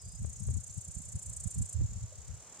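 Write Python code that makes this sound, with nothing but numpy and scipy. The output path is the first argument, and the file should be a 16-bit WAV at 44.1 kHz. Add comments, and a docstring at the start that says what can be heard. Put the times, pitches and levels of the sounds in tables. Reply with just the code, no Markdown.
"""Wind thumps two microphone ports from the start, while a bird gives gliding whistles for 0.7 s.
A bush-cricket draws scraper over file about 29 times a second, growing louder until it stops at 1.7 s.
A neighbour, with its own tooth clicks and a narrower song, sings from 0.15 s to 2.1 s.
Two far crickets, with their own stroke rates, grow prominent towards the end; a hollow tap falls at 2.1 s.
Filtered noise forms a hush and an insect chorus throughout, and a rustle that swells at the close."""
import sys
import numpy as np
from scipy import signal
from scipy.fft import rfft, irfft
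from scipy.io import wavfile
from scipy.ndimage import uniform_filter1d

SR = 44100
rng = np.random.default_rng(int(sys.argv[2]) if len(sys.argv) > 2 else 0)


def wav_record(signal):
    """Record a signal, one row per channel, as 16-bit PCM in the file named by sys.argv[1]."""
    frames = np.transpose(np.atleast_2d(signal))
    bounded = np.clip(frames, -1, 1)
    # unit amplitude maps onto the largest positive 16-bit level
    quanta = np.round(bounded * 32767).astype(np.int16)
    wavfile.write(sys.argv[1], SR, quanta)


N = 114660
TIME = np.arange(N) / SR


def from_db(db):
    """Logarithmic level: decibels become an amplitude ratio."""
    return 10 ** (np.asarray(db) / 20)


def rms_one(x):
    """Normalisation: scale to a root-mean-square of 1."""
    return x / np.sqrt(np.mean(x ** 2) + 1e-20)


def in_time(rows):
    """Linear interpolation: a two-column curve at every sample."""
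    return np.interp(TIME, *np.transpose(rows))


def bump(s, length):
    """Gaussian envelope of height 1 centred on s, down to exp(-2) at one length either side."""
    return np.exp(-2 * ((TIME - s) / length) ** 2)


def noise(spectrum):
    """Spectral shaping: two independent white noises take on the given spectrum; joint rms 1."""
    hz, db = np.transpose(spectrum)
    bins = np.maximum(np.arange(N // 2 + 1) * SR / N, 1)
    gain = from_db(np.interp(np.log(bins), np.log(hz), db))
    # beyond the listed frequencies the amplitude falls by 12 dB an octave
    gain = gain * np.minimum(bins / hz[0], 1) ** 2 * np.minimum(hz[-1] / bins, 1) ** 2
    return rms_one(irfft(rfft(rng.standard_normal((2, N))) * gain, N))


def spread(pair, side_db):
    """Stereo by sum and difference: one noise is the middle, the other the side."""
    middle, side = pair
    return rms_one(middle + from_db(side_db) * side * np.array([[1], [-1]]))


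def resonate(x, hz, width):
    """Resonance: a steep-sided band passes while the rest is rejected."""
    band = [hz - width / 2, hz + width / 2]
    return signal.sosfilt(signal.butter(2, band, "band", fs=SR, output="sos"), x)


def evened(x, size):
    """Envelope division: the running rms over size samples is held near 1."""
    power = uniform_filter1d(np.abs(signal.hilbert(x)) ** 2, size) / 2
    return x / np.sqrt(power + 1e-12)


def stroke_times(pace):
    """Phase accumulation: the moment at which the stroke count reaches each whole number."""
    s, made = np.transpose(pace)
    return np.interp(np.arange(made[-1] + 1), made, s)


def tooth_clicks(teeth_per_s, rough_db, jitter=.25):
    """Impulse excitation: file teeth of uneven spacing and height click one after another."""
    gaps = np.exp(jitter * rng.standard_normal(N // 10)) / teeth_per_s
    teeth = (np.cumsum(gaps) * SR).astype(int)
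    heights = from_db(rough_db * np.clip(rng.standard_normal(len(teeth)), -2, 2))
    return rms_one(np.bincount(teeth, heights, N)[:N])


def stridulate(strokes, wing, rise_s, fall_s, teeth_per_s, rough_db, scatter_db, tail_s,
               bass_lag_s=0, uneven_db=1.16):
    """Source and resonator: swelling strokes of clicks, part blurred by foliage to hiss, drive the wing."""
    clicks = tooth_clicks(teeth_per_s, rough_db)
    nearest = np.searchsorted((strokes[1:] + strokes[:-1]) / 2, TIME)
    strength = from_db(uneven_db * rng.standard_normal(len(strokes)))[nearest]
    wet = from_db(scatter_db)
    keep = np.exp(-1 / (tail_s * SR))
    scatter = wet * rng.standard_normal((2, N))   # different on each side

    hz, db = np.transpose(wing)
    bins = np.arange(N // 2 + 1) * SR / N
    response = rms_one(from_db(np.interp(bins, hz, db)) * np.minimum(bins / hz[0], 1) ** 2)

    spectrum = 0
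    low = np.interp(bins, [7400, 8400], [1, 0])   # the lower part may come late in the stroke
    for band, delay in ((low, bass_lag_s), (1 - low, 0)):
        since = TIME - strokes[nearest] - delay
        rise = (since / rise_s) ** 2
        fall = np.abs(since / fall_s) ** 3
        pressure = strength * np.exp(-.5 * np.where(since < 0, rise, fall))
        # the blurred power decays exponentially with time constant tail_s
        blurred = np.sqrt(signal.lfilter([1 - keep], [1, -keep], pressure ** 2 + 1e-18))
        spectrum = spectrum + rfft(pressure * clicks + blurred * scatter) * band
    return irfft(spectrum * response, N) / np.hypot(1, wet)


# the near cricket's pace: t/s, strokes made so far
NEAR_PACE = [(.0206, 0), (.1561, 4), (.2968, 8), (.5407, 15), (.6065, 17), (.7783, 22), (1.1586, 33),
             (1.333, 38), (1.5467, 44), (1.6228, 46), (1.7315, 49)]
# its effort: t/s, level/dB
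NEAR_LEVEL = [(0, -49), (.3, -47.5), (.55, -45.5), (.9, -45), (1.15, -43), (1.4, -39.5), (1.74, -40)]
# its wing's relative response: f/Hz, spectral level/dB
NEAR_WING = [(4000, -29), (5300, -21.5), (6400, -3.5), (7400, 5), (8500, 2), (9800, -6.5), (11000, -16.5),
             (13000, -26.5), (15800, -40)]
NEAR_STROKE = dict(rise_s=.0046, fall_s=.0052, teeth_per_s=1900, tail_s=.0021, bass_lag_s=.0012,
                   rough_db=1.5, scatter_db=1)
OPENING_DB, OPENING_DELAY_S = -17, .014   # relative to the closing stroke


def near_cricket():
    """Stridulation: loud closing strokes alternate with soft opening strokes of the same wing."""
    strokes = stroke_times(NEAR_PACE)
    closing = stridulate(strokes, NEAR_WING, **NEAR_STROKE)
    opening = stridulate(strokes[:-1] + OPENING_DELAY_S, NEAR_WING, **NEAR_STROKE)
    return from_db(in_time(NEAR_LEVEL)) * (closing + from_db(OPENING_DB) * opening)


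# the neighbour's pace: t/s, strokes made so far
NEIGHBOUR_PACE = [(.149, 0), (.514, 12), (.789, 21), (1.034, 29), (1.646, 49), (1.866, 56), (2.063, 62)]
# its effort: t/s, level/dB
NEIGHBOUR_LEVEL = [(.12, -55), (.22, -50), (.45, -47.5), (1.0, -46.5), (1.25, -51.5), (1.6, -50.5),
                   (1.8, -48.5), (2.03, -49.5), (2.08, -58)]
# balance of its two resonances: t/s, upper over lower level/dB
NEIGHBOUR_TILT = [(.2, -15), (.7, -2), (1.0, 9), (1.8, 16)]
# relative response of its lower resonance: f/Hz, spectral level/dB
NEIGHBOUR_LOWER = [(5400, -28), (6500, -1.5), (6900, 0), (7700, -16), (10000, -27), (13000, -38)]
# relative response of its upper resonance: f/Hz, spectral level/dB
NEIGHBOUR_UPPER = [(6200, -24), (7100, 0), (7450, -0.5), (8000, -41), (10500, -29), (13000, -46)]
NEIGHBOUR_STROKE = dict(rise_s=.0028, fall_s=.0042, teeth_per_s=1300, tail_s=.006,
                        rough_db=3.0, scatter_db=4)


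def neighbour():
    """Balance of two resonances: the narrower, slightly faster song brightens as it goes on."""
    strokes = stroke_times(NEIGHBOUR_PACE)
    tilt = from_db(in_time(NEIGHBOUR_TILT))
    lower = stridulate(strokes, NEIGHBOUR_LOWER, **NEIGHBOUR_STROKE)
    upper = stridulate(strokes, NEIGHBOUR_UPPER, **NEIGHBOUR_STROKE)
    song = (lower + tilt * upper) / np.hypot(1, tilt)   # the squared weights sum to 1
    return from_db(in_time(NEIGHBOUR_LEVEL)) * song


# the far crickets, slow then fast: t/s of one stroke, stroke rate f/Hz
FAR_CRICKETS = [ (2.281, 32.2), (2.499, 40.9), ]
# effort of the slow one: t/s, level/dB
FAR_SLOW_LEVEL = [(0, -59), (1.7, -55.5), (2.1, -54.5), (2.28, -51), (2.4, -53.5), (2.6, -51)]
# effort of the fast one: t/s, level/dB
FAR_FAST_LEVEL = [(0, -68.5), (1.7, -53.5), (2.0, -50), (2.3, -57), (2.45, -50.5), (2.57, -47.5)]
# relative response of their wings: f/Hz, spectral level/dB
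FAR_WING = [(4000, -23), (5400, -17.5), (6500, -5), (7350, 2.5), (8400, -10), (9900, -18.5), (11200, -33),
            (15800, -35)]
FAR_STROKE = dict(rise_s=.004, fall_s=.0035, teeth_per_s=1500, tail_s=.0016,
                  rough_db=3.0, scatter_db=10)


def far_crickets():
    """Beating of two rates: songs of steady pace drift in and out of step."""
    out = 0
    for (s, rate), level in zip(FAR_CRICKETS, (FAR_SLOW_LEVEL, FAR_FAST_LEVEL)):
        strokes = np.arange(s % (1 / rate), N / SR + 1 / rate, 1 / rate)
        out = out + from_db(in_time(level)) * stridulate(strokes, FAR_WING, **FAR_STROKE)
    return out


# the bird's whistles, one curve each: t/s, f/Hz, level/dB
WHISTLES = [
    [(0, 5314, -57.5), (.026, 4905, -65.5), (.066, 4835, -64.5), (.136, 4980, -63.5), (.178, 4990, -66)],
    [(.335, 6060, -75), (.375, 5620, -68), (.43, 5150, -74)],
    [(.69, 4420, -74), (.725, 4200, -73)],
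    [(.696, 5100, -70), (.712, 6600, -55)],
]
WHISTLE_FADE_S = 0.0045


def bird(waver=0.27):
    """Frequency glide: sinusoids of integrated phase, their amplitude wavering through the leaves."""
    out = 0
    for whistle in WHISTLES:
        s, hz, db = np.transpose(whistle)
        gate = np.clip(np.minimum(TIME - s[0], s[-1] - TIME) / WHISTLE_FADE_S + .5, 0, 1)
        phase = 2 * np.pi * np.cumsum(np.interp(TIME, s, hz)) / SR
        tone = np.sqrt(2) * np.sin(phase)   # rms 1
        out = out + gate * from_db(np.interp(TIME, s, db)) * tone
    return out * (1 + waver * noise([(15, -3), (120, -7)]))


def port_power(events):
    """Power addition: the squared swells of a table sum at the left and right port."""
    power = 0
    for s, length, left, right in events:
        power = power + (from_db([[left], [right]]) * bump(s, length)) ** 2
    return power


# wind buffets, before a common trim: t/s, length/s, left level/dB, right level/dB
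GUSTS = [(0.07, 0.051, -44, -43.5), (0.155, 0.031, -71, -40.5), (0.222, 0.038, -35.5, -34),
         (0.25, 0.008, -26, -48), (0.28, 0.038, -34.5, -48), (0.425, 0.03, -33, -58),
         (0.495, 0.043, -27, -31.5), (0.562, 0.048, -28, -41.5), (0.705, 0.024, -45, -49.5),
         (0.78, 0.016, -30.5, -45), (0.89, 0.025, -44.5, -41.5), (0.968, 0.014, -51, -32),
         (1.002, 0.013, -67, -37.5), (1.08, 0.055, -50.5, -47), (1.158, 0.024, -32.5, -33.5),
         (1.29, 0.047, -42, -39.5), (1.4, 0.1, -47.5, -46.5), (1.466, 0.014, -58, -24.5),
         (1.603, 0.055, -31, -28), (1.762, 0.02, -35, -26), (1.812, 0.041, -29.5, -25.5),
         (1.847, 0.017, -27, -25), (1.91, 0.045, -40.5, -39.5), (1.968, 0.029, -34, -41),
         (2.036, 0.027, -35, -35), (2.19, 0.019, -41, -73), (2.305, 0.03, -36.5, -52),
         (2.34, 0.013, -44, -39.5)]
# wind between buffets: t/s, level/dB
BREEZE = [(0, -60), (.4, -48.5), (.7, -56), (1.3, -58), (1.7, -56), (2.0, -48), (2.15, -54), (2.36, -50.5),
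          (2.45, -66), (2.6, -73)]
# relative spectrum of the thumps, before the low cut: f/Hz, spectral level/dB
RUMBLE = [(22, -28), (35, -17), (55, -1.5), (85, 2), (110, 2.5), (150, -10.5), (200, -20), (260, -34),
          (400, -69.5), (800, -57.5)]
# brighter puffs: t/s, length/s, left level/dB, right level/dB
PUFFS = [(.249, 0.0039, -37.5, -68), (.488, 0.0061, -44, -68), (.508, 0.007, -50.5, -68),
         (.562, 0.014, -49.5, -73), (1.163, 0.01, -56, -58), (1.812, .012, -57, -47)]
# relative spectrum of the puffs: f/Hz, spectral level/dB
FLUTTER = [(120, -38), (250, 15.5), (500, 2), (1000, -8.5), (2500, -17), (6000, -36)]
WIND_LOW_CUT_HZ = 26


def wind(gust_db=0.37):
    """Turbulent pressure: eddies thump each port separately, with brief brighter puffs."""
    gust_power = from_db(gust_db) ** 2 * port_power(GUSTS)
    pressure = np.sqrt(gust_power + from_db(in_time(BREEZE)) ** 2)
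    low_cut = signal.butter(2, WIND_LOW_CUT_HZ, "high", fs=SR, output="sos")
    thumps = signal.sosfilt(low_cut, pressure * evened(noise(RUMBLE), size=650))
    return thumps + np.sqrt(port_power(PUFFS)) * noise(FLUTTER)


HUSH_SIDE_DB = -9.5   # side relative to middle, for hush and rustle
# a rustle that swells at the end: t/s, level/dB
RUSTLE_LEVEL = [(2.2, -86), (2.36, -70.5), (2.48, -63), (2.6, -61)]
# its relative spectrum: f/Hz, spectral level/dB
RUSTLE = [(150, -1), (300, -2.5), (550, 0), (800, -1.5), (1200, -2.5), (1700, -8), (3000, -10.5),
          (6000, -26)]


def rustle():
    """Amplitude-modulated noise: a broad rustle swells at the end."""
    return from_db(in_time(RUSTLE_LEVEL)) * spread(noise(RUSTLE), HUSH_SIDE_DB)


TAP_S, TAP_LENGTH_S, TAP_HZ, TAP_WIDTH_HZ, TAP_DB = 2.127, 0.013, 550, 84, -56


def tap():
    """Narrow-band burst: resonant noise under a short swell gives a faint hollow tap."""
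    ringing = resonate(rng.standard_normal(N), TAP_HZ, TAP_WIDTH_HZ)
    return from_db(TAP_DB) * bump(TAP_S, TAP_LENGTH_S) * evened(ringing, size=600)


# relative spectrum of many distant insects: f/Hz, spectral level/dB
CHORUS = [(2500, -37.5), (4000, -25), (5200, -11), (6300, -0.5), (7200, 0), (8200, -6), (10000, -19),
          (12000, -26), (15500, -45)]
CHORUS_DB, CHORUS_SIDE_DB = -58.5, 6


def chorus():
    """Incoherent superposition: the blur of many distant insects is a steady band of noise."""
    return from_db(CHORUS_DB) * spread(noise(CHORUS), CHORUS_SIDE_DB)


# the outdoor hush: t/s, level/dB
HUSH_LEVEL = [(0, -66), (.9, -65.5), (1.4, -63.5), (1.9, -63.5), (2.33, -62), (2.6, -63)]
# its relative spectrum: f/Hz, spectral level/dB
HUSH = [(60, 12), (190, 3.5), (290, -5), (400, 1.5), (600, 2.5), (800, -1.5), (1200, -4.5), (2000, -7.5),
        (3300, -9), (5500, -7.5)]


def hush():
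    """Diffuse background: low noise, nearly alike on both sides, slowly changes level."""
    return from_db(in_time(HUSH_LEVEL)) * spread(noise(HUSH), HUSH_SIDE_DB)


CRICKET_PAN_DB = -1.1   # left relative to right


def scene():
    """Linear superposition: crickets, bird, wind and background add, balanced left to right."""
    crickets = near_cricket() + neighbour() + far_crickets()
    crickets = crickets * from_db([[CRICKET_PAN_DB / 2], [-CRICKET_PAN_DB / 2]])
    background = (rustle() + hush()) * from_db([[-.4], [.4]])
    return crickets + bird() + wind() + background + tap() + chorus()


CUTOFF_HZ = 15800


def record(dry):
    """Band limitation: an elliptic low-pass cuts the top steeply."""
    return signal.sosfilt(signal.ellip(12, .1, 80, CUTOFF_HZ, fs=SR, output="sos"), dry)


dry = scene()
out = record(dry)
wav_record(out)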